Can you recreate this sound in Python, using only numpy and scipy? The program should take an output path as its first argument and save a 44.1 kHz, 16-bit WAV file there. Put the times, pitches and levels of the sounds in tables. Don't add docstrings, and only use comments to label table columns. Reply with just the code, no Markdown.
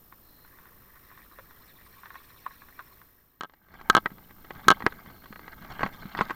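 import sys
import numpy as np
from scipy import signal
from scipy.fft import rfft, irfft, next_fast_len
from scipy.io import wavfile
from scipy.ndimage import uniform_filter1d, map_coordinates

SR = 44100
rng = np.random.default_rng(int(sys.argv[2]) if len(sys.argv) > 2 else 0)


def put_to_file(sound):
    columns = np.atleast_2d(sound).T
    safe = np.clip(columns, -1, 1)
    whole_steps = np.round(safe * 32767)
    wavfile.write(sys.argv[1], SR, whole_steps.astype(np.int16))


N = 280025
TIME = np.arange(N) / SR
AGE = np.arange(4096) / SR
LEAD_S = .03
ORDINARY_BITE_DB = -54

# time_s, level_db
GLIDE_LEVELS = [(0.0, -73), (0.42, -64), (0.63, -57.5), (0.78, -60), (1.19, -59), (1.6, -60.5),
                (2.62, -58.5), (2.89, -58), (3.02, -63.5)]
# time_s, level_db
BITE_LEVELS = [(3.66, -59), (3.75, -46), (3.85, -54.5), (3.93, -43.5), (4.02, -58), (4.42, -64.5),
               (4.66, -48), (4.87, -49.5), (5.0, -56), (5.2, -60.5), (5.55, -57), (5.77, -47),
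               (5.84, -39.5), (5.91, -53.5), (6.02, -49.5), (6.1, -51.5), (6.18, -41.5), (6.34, -58)]
# frequency_hz, level_db
SPRAY_SPECTRUM = [(2000, -47), (2700, -2), (3200, 2.5), (3800, -2.5), (4350, -0.5), (4800, -9), (5500, -11),
                  (7000, -15), (12000, -30.5)]


def stick_slaps():
    # start_s, level_db, first_flight_s, rebound_loss_db
    slaps = [(3.409, 9, .0258, 6.6), (3.8991, 11, .0513, 4.6), (4.0592, -8, .004, 9),
             (4.683, 14, .0208, 5.9)]
    # pitch_hz, level_db, t60_s
    stick_modes = [(220, -24, .02), (400, -20, .026), (850, -17, .025), (1115, -11, .04), (1180, 1, .007),
                   (1283, -1, .036), (1570, 0, .028), (2130, -10, .014), (2790, -16, .016),
                   (3050, -1, .013), (3360, -2, .013), (3850, -13, .018), (4075, -14, .022),
                   (4350, -17, .018), (6620, -21, .016), (9220, -10, .005)]
    rest_db, shortest_flight_s = -11, .00334
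    out = np.zeros(N)
    for s, first_db, flight_s, loss_db in slaps:
        for db in np.arange(first_db, rest_db, -max(loss_db, 2)):
            push = AGE * fade(.00036 * amp(-db) ** .45)
            body = band(ring(stick_modes, detune=.002), 165, "high")
            slap = signal.fftconvolve(body / np.abs(body).max(), push / push.sum())
            add(out, s, amp(db) * slap[:len(AGE)])
            s += flight_s
            flight_s = shortest_flight_s * (flight_s / shortest_flight_s) ** .6
    return out


def skate_steps():
    # start_s, level_db, crunch_db
    steps = [(3.4242, -36, -2), (3.497, -44.5, -8), (3.537, -45.5, 1), (3.74, -40, -4), (3.813, -33, -1.5),
             (4.06, -15.5, -3), (4.309, -39, -10), (4.449, -39.5, -2), (4.507, -25.5, 0.5),
             (4.805, -27.5, 2), (4.823, -23.5, -5.5), (4.865, -3, -2.5), (4.924, -34.5, 0),
             (5.061, -38, -3.5), (5.258, -39, 0.5), (5.327, -33, 0), (5.359, -34, 0.5), (5.394, -34, -6),
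             (5.48, -31, -3), (5.721, -35, 1), (5.794, -23, 0), (5.808, -23.5, 3), (5.832, -13, 1.5),
             (5.863, -20, .5), (6.15, -21.5, 0), (6.19, -16.5, 2), (6.21, -7.5, 1), (6.215, -16, -1),
             (6.298, -23, -6.5), (6.306, -21.5, 6)]
    return skate_strikes(steps)


def skate_strikes(rows):
    # pitch_hz, level_db, t60_s
    boot_modes = [(430, 1.5, 0.0067), (978, -12.5, 0.032), (1123, -2.5, 0.026), (1260, 8, 0.0027),
                  (1273, -10.5, 0.053), (1570, 1.5, 0.012), (1906, -4, 0.024), (1950, -18, 0.02)]
    out = np.zeros(N)
    for s, db, crunch_db in rows:
        body = band(band(ring(boot_modes, detune=.012), 300, "high"), 2390, "low")
        clack = amp(db + 2) * crunch(body, crunch_db, t60=.032, scrape_db=crunch_db - 13, rise_s=.016)
        thud = unit(band(ring([(212, .93, .019), (345, 0, .02)], detune=.046), 91.3, "high"))
        chips = shaped(rng.standard_normal(len(AGE)) * fade(.025), SPRAY_SPECTRUM)
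        force_db = db + 20
        thud *= amp(-19 + .56 * force_db)
        chips *= amp(-22.5 - .4 * force_db)
        add(out, s - LEAD_S, clack)
        add(out, s, clack.std() * (thud + chips))
    return out


def puck_taps():
    # start_s, peak_db, knock_db
    taps = [(0.125, -37, -9), (0.449, -42, -20), (1.115, -41, -22), (1.387, -37, 3.5), (1.394, -36.5, -21),
            (2.034, -35.5, -20), (2.058, -34.5, -25), (2.105, -32, -26), (2.156, -31.5, -18),
            (2.464, -22.5, -31), (2.686, -42.5, -24), (2.793, -28, -29), (3.016, -40.5, -18)]
    out = np.zeros(N)
    for s, db, knock_db in taps:
        add(out, s - LEAD_S, blade_tap(db, knock_db))
    for s, strength in chance_times(per_s=4.6, start_s=.4, end_s=3.0):
        glide_db = np.interp(s, *np.transpose(GLIDE_LEVELS))
        add(out, s - LEAD_S, blade_tap(glide_db + 17 + 2.6 * strength, knock_db=-18))
    return out


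def blade_tap(db, knock_db):
    # pitch_hz, level_db, t60_s
    blade_modes = [(910, -34, 0.0052), (1098, 11, 0.04), (1196, 4.5, 0.022)]
    # pitch_hz, level_db, t60_s
    tip_modes = [(1470, 13.5, 0.0054), (1746, -3, 0.03), (2310, -19, .01), (3510, -4, 0.011)]
    blade = unit(ring(blade_modes, detune=.0046))
    tip = unit(ring(tip_modes, detune=.027))
    knock = unit(band(ring([(536, 0, .024)], detune=.04), 410, "high"))
    tip_db = min(-2 - 2.6 * (db + 30), 3)
    body = band(blade + amp(tip_db) * tip, 1090, "high") + amp(knock_db - 3) * knock
    body = band(body, 2540, "low")
    return amp(db) * crunch(body, crunch_db=-1.5, t60=.06, scrape_db=-10.5, rise_s=.024)


def crunch(body, crunch_db, t60, scrape_db, rise_s):
    scrape = (rng.standard_normal(len(AGE)) * fade(rise_s))[:round(LEAD_S * SR)][::-1]
    burst = rng.standard_normal(len(AGE)) * fade(t60)
    burst *= amp(crunch_db) / np.linalg.norm(burst)
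    burst[0] = 1
    force = np.concatenate([amp(scrape_db) * scrape / np.linalg.norm(scrape), burst])
    hit = signal.fftconvolve(force, body)[:len(AGE)]
    return hit / np.abs(hit).max()


def grinding_edges():
    # frequency_hz, level_db
    grind_spectrum = [(350, -24), (650, 0), (880, 3.5), (1000, -3.5), (1120, 2), (1290, 4), (1420, -4.5),
                      (1580, 7), (1780, -5.5), (2150, 0), (2500, -15), (4000, -60)]
    # frequency_hz, level_db
    shake_spectrum = [(20, 10), (50, 4), (110, 1.5), (190, 5.5), (290, -1.5), (380, -7.5), (520, -13),
                      (900, -44)]
    grind_gain, = gains(BITE_LEVELS)
    bite = grind_gain / amp(ORDINARY_BITE_DB)
    shake_gain = amp(-52.5) * bite ** .52
    snow_gain = amp(-65.5 + 2 * (TIME - 4.92)) * bite ** .83
    roughness = wobble(45)
    scrape = shaped(grains(per_s=300, spread_db=.5, friction=.86), grind_spectrum)
    scrape = patchy(scrape, depth_db=3) * amp(2.9 * roughness)
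    snow = shaped(grains(per_s=590, spread_db=3.5, friction=.7), SPRAY_SPECTRUM)
    snow = patchy(snow, depth_db=5) * amp(2.5 * roughness)
    shake = shaped(rng.standard_normal(N), shake_spectrum) * amp(1.3 * roughness + 1.1 * wobble(24))
    return grind_gain * scrape + snow_gain * snow + shake_gain * shake


def stride_bumps():
    # start_s, level_db
    jolts = [(4.117, -32), (4.669, -25.5), (4.84, -25), (5.076, -36), (5.306, -33), (5.615, -35),
             (5.838, -21.5), (5.854, -25.5), (6.054, -26.5), (6.21, -17.5)]
    out = np.zeros(N)
    for s, db in jolts:
        bump = band(ring([(200.4, -6, .068), (240, -9.5, .031)], detune=.075), 480, "low")
        add(out, s, amp(db - 3) * bump / np.abs(bump).max())
    return out


def ruts():
    rows = []
    for s, strength in chance_times(per_s=6.1, start_s=3.5, end_s=6.2):
        bite_db = np.interp(s, *np.transpose(BITE_LEVELS)) - ORDINARY_BITE_DB
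        rows.append((s, -39.5 + .3 * bite_db + .5 * strength, -2))
    return skate_strikes(rows)


def passing_skater():
    # frequency_hz, level_db
    glide_spectrum = [(400, -38.5), (800, -14), (1080, 7.5), (1400, -1.5), (1900, 6), (2300, -9.5),
                      (2700, -15), (4000, -52)]
    # frequency_hz, level_db
    far_spray_spectrum = [(1800, -15), (2300, 3.5), (2900, -7.5), (3500, -1), (4150, 1), (4800, -11.5),
                          (5500, -3), (6500, -17), (9500, -8), (13000, -20)]
    pass_s, nearest_m, speed_m_per_s = 2.08, 1.42, 2.87
    glide_gain, = gains(GLIDE_LEVELS)
    distance_m = np.hypot(nearest_m, speed_m_per_s * (TIME - pass_s))
    roughness = amp(1.9 * wobble(39.64))
    scrape = patchy(shaped(grains(per_s=390, spread_db=2, friction=1), glide_spectrum), depth_db=4.5)
    snow = patchy(shaped(grains(per_s=1500, spread_db=1, friction=1), far_spray_spectrum), depth_db=4.5)
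    return roughness * glide_gain * (amp(-2.5) * scrape + amp(-2) * snow / distance_m)


def singing_edges():
    # start_s, end_s, pitch_hz, level_db
    glides = [(0.181, 0.545, 4140, -69.5), (5.024, 5.496, 4250, -70)]
    out = np.zeros(N)
    for start, end, hz, db in glides:
        swell = signal.windows.tukey(round((end - start) * SR), .6)
        resonance = signal.iirpeak(hz, Q=10, fs=SR)
        friction = rng.standard_normal(len(swell))
        tone = signal.lfilter(*resonance, signal.lfilter(*resonance, friction))
        add(out, start, amp(db) * swell * unit(tone))
    return out


def camera_noise(peaks_db):
    # frequency_hz, level_db
    hiss_spectrum = [(20, 3), (60, 0), (130, -4.5), (370, -9), (700, -16), (1200, -14), (2000, -27.5),
                     (2900, -24.5), (7000, -29), (10000, -27), (12500, -28), (14000, -26.5), (15700, -22)]
    # centre_hz, width_hz, boost_db
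    hiss_peaks = [(4170, 81, 3), (5420, 100, 8.5), (11020, 260, 10.5)]
    whine_hz, flutter_hz = 13750, 52.5

    def hiss_db(hz):
        humps = sum(db * np.exp(-.5 * ((hz - centre) / width) ** 2) for centre, width, db in hiss_peaks)
        return along(hiss_spectrum, hz) + amp(peaks_db) * humps

    hiss = unit(coloured(rng.standard_normal(N), hiss_db))
    running = uniform_filter1d(1.0 * (TIME * flutter_hz % 1 < .74), size=60)
    whine = running * np.sin(2 * np.pi * whine_hz * TIME)
    return amp(-57.5) * hiss + amp(-60) * unit(whine)


def overload(x):
    return np.clip(x, -.57, .57)


def ring(modes, detune):
    chance = rng.standard_normal((len(modes), 2))
    return sum(amp(db + extra_db) * fade(t60) * np.sin(2 * np.pi * hz * (1 + detune * shift) * AGE)
               for (hz, db, t60), (extra_db, shift) in zip(modes, chance))


def grains(per_s, spread_db, friction):
    cracks = (rng.random(N) < per_s / SR) * rng.standard_normal(N)
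    cracks *= amp(spread_db * np.clip(rng.standard_normal(N), -2, 2))
    return unit(cracks) + friction * rng.standard_normal(N)


def patchy(x, depth_db):
    spectra = signal.stft(x, nperseg=256)[2]
    patches = uniform_filter1d(rng.standard_normal(spectra.shape), size=3, axis=0)
    patches = uniform_filter1d(patches, size=7, axis=1)
    return unit(signal.istft(spectra * amp(depth_db * unit(patches)), nperseg=256)[1][:N])


def chance_times(per_s, start_s, end_s):
    slots = np.arange(start_s, end_s, 1 / per_s)
    chance = rng.random((128, 2))[:len(slots)]
    return zip(slots + chance[:, 0] / per_s, np.sqrt(12) * (chance[:, 1] - .5))


def wobble(per_s):
    return map_coordinates(rng.standard_normal(int(N * per_s / SR) + 4), [TIME * per_s])


def coloured(x, db_at):
    size = 2 * next_fast_len(len(x))
    cepstrum = irfft(np.log(amp(db_at(np.fft.rfftfreq(size, 1 / SR)))), size)
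    cepstrum[1:size // 2] *= 2
    cepstrum[size // 2 + 1:] = 0
    return irfft(rfft(x, size) * np.exp(rfft(cepstrum)), size)[:len(x)]


def shaped(x, spectrum):
    return unit(coloured(x, lambda hz: along(spectrum, hz)))


def along(spectrum, hz):
    knots_hz, db = np.transpose(spectrum)
    return np.interp(np.log(hz + 1), np.log(knots_hz + 1), db)


def band(x, hz, kind):
    return signal.sosfilt(signal.butter(2, hz, kind, fs=SR, output="sos"), x)


def gains(rows):
    times, *columns = np.transpose(rows)
    return [amp(np.interp(TIME, times, db)) for db in columns]


def fade(t60):
    return np.exp(-np.log(1000) * AGE / t60)


def amp(db):
    return 10 ** (np.asarray(db) / 20)


def unit(x):
    return x / np.sqrt(np.mean(x ** 2) + 1e-20)


def add(track, s, sound):
    part = track[round(s * SR):][:len(sound)]
    part += sound[:len(part)]


def scene():
    # time_s, on_ice_db, worn_db
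    dissolve = [(2.7, 0, -70), (3.0, 0, -40), (3.41, -12, -20), (3.65, -20, -11.5), (3.9, -45, -1.5),
                (3.96, -70, 0)]
    ice_gain, worn_gain = gains(dissolve)
    on_ice = passing_skater() + puck_taps() + amp(-.63) * camera_noise(peaks_db=0)
    player = stick_slaps() + grinding_edges() + ruts() + stride_bumps()
    worn = overload(player + amp(-.74) * camera_noise(peaks_db=-.5))
    return (ice_gain * on_ice + worn_gain * worn + overload(skate_steps()) + singing_edges())[None]


def record(dry):
    top_hz = 15900
    size = next_fast_len(N + SR // 2)
    passband = np.fft.rfftfreq(size, 1 / SR) < top_hz
    return irfft(rfft(dry, size) * passband, size)[..., :N]


dry = scene()
out = record(dry)
put_to_file(out)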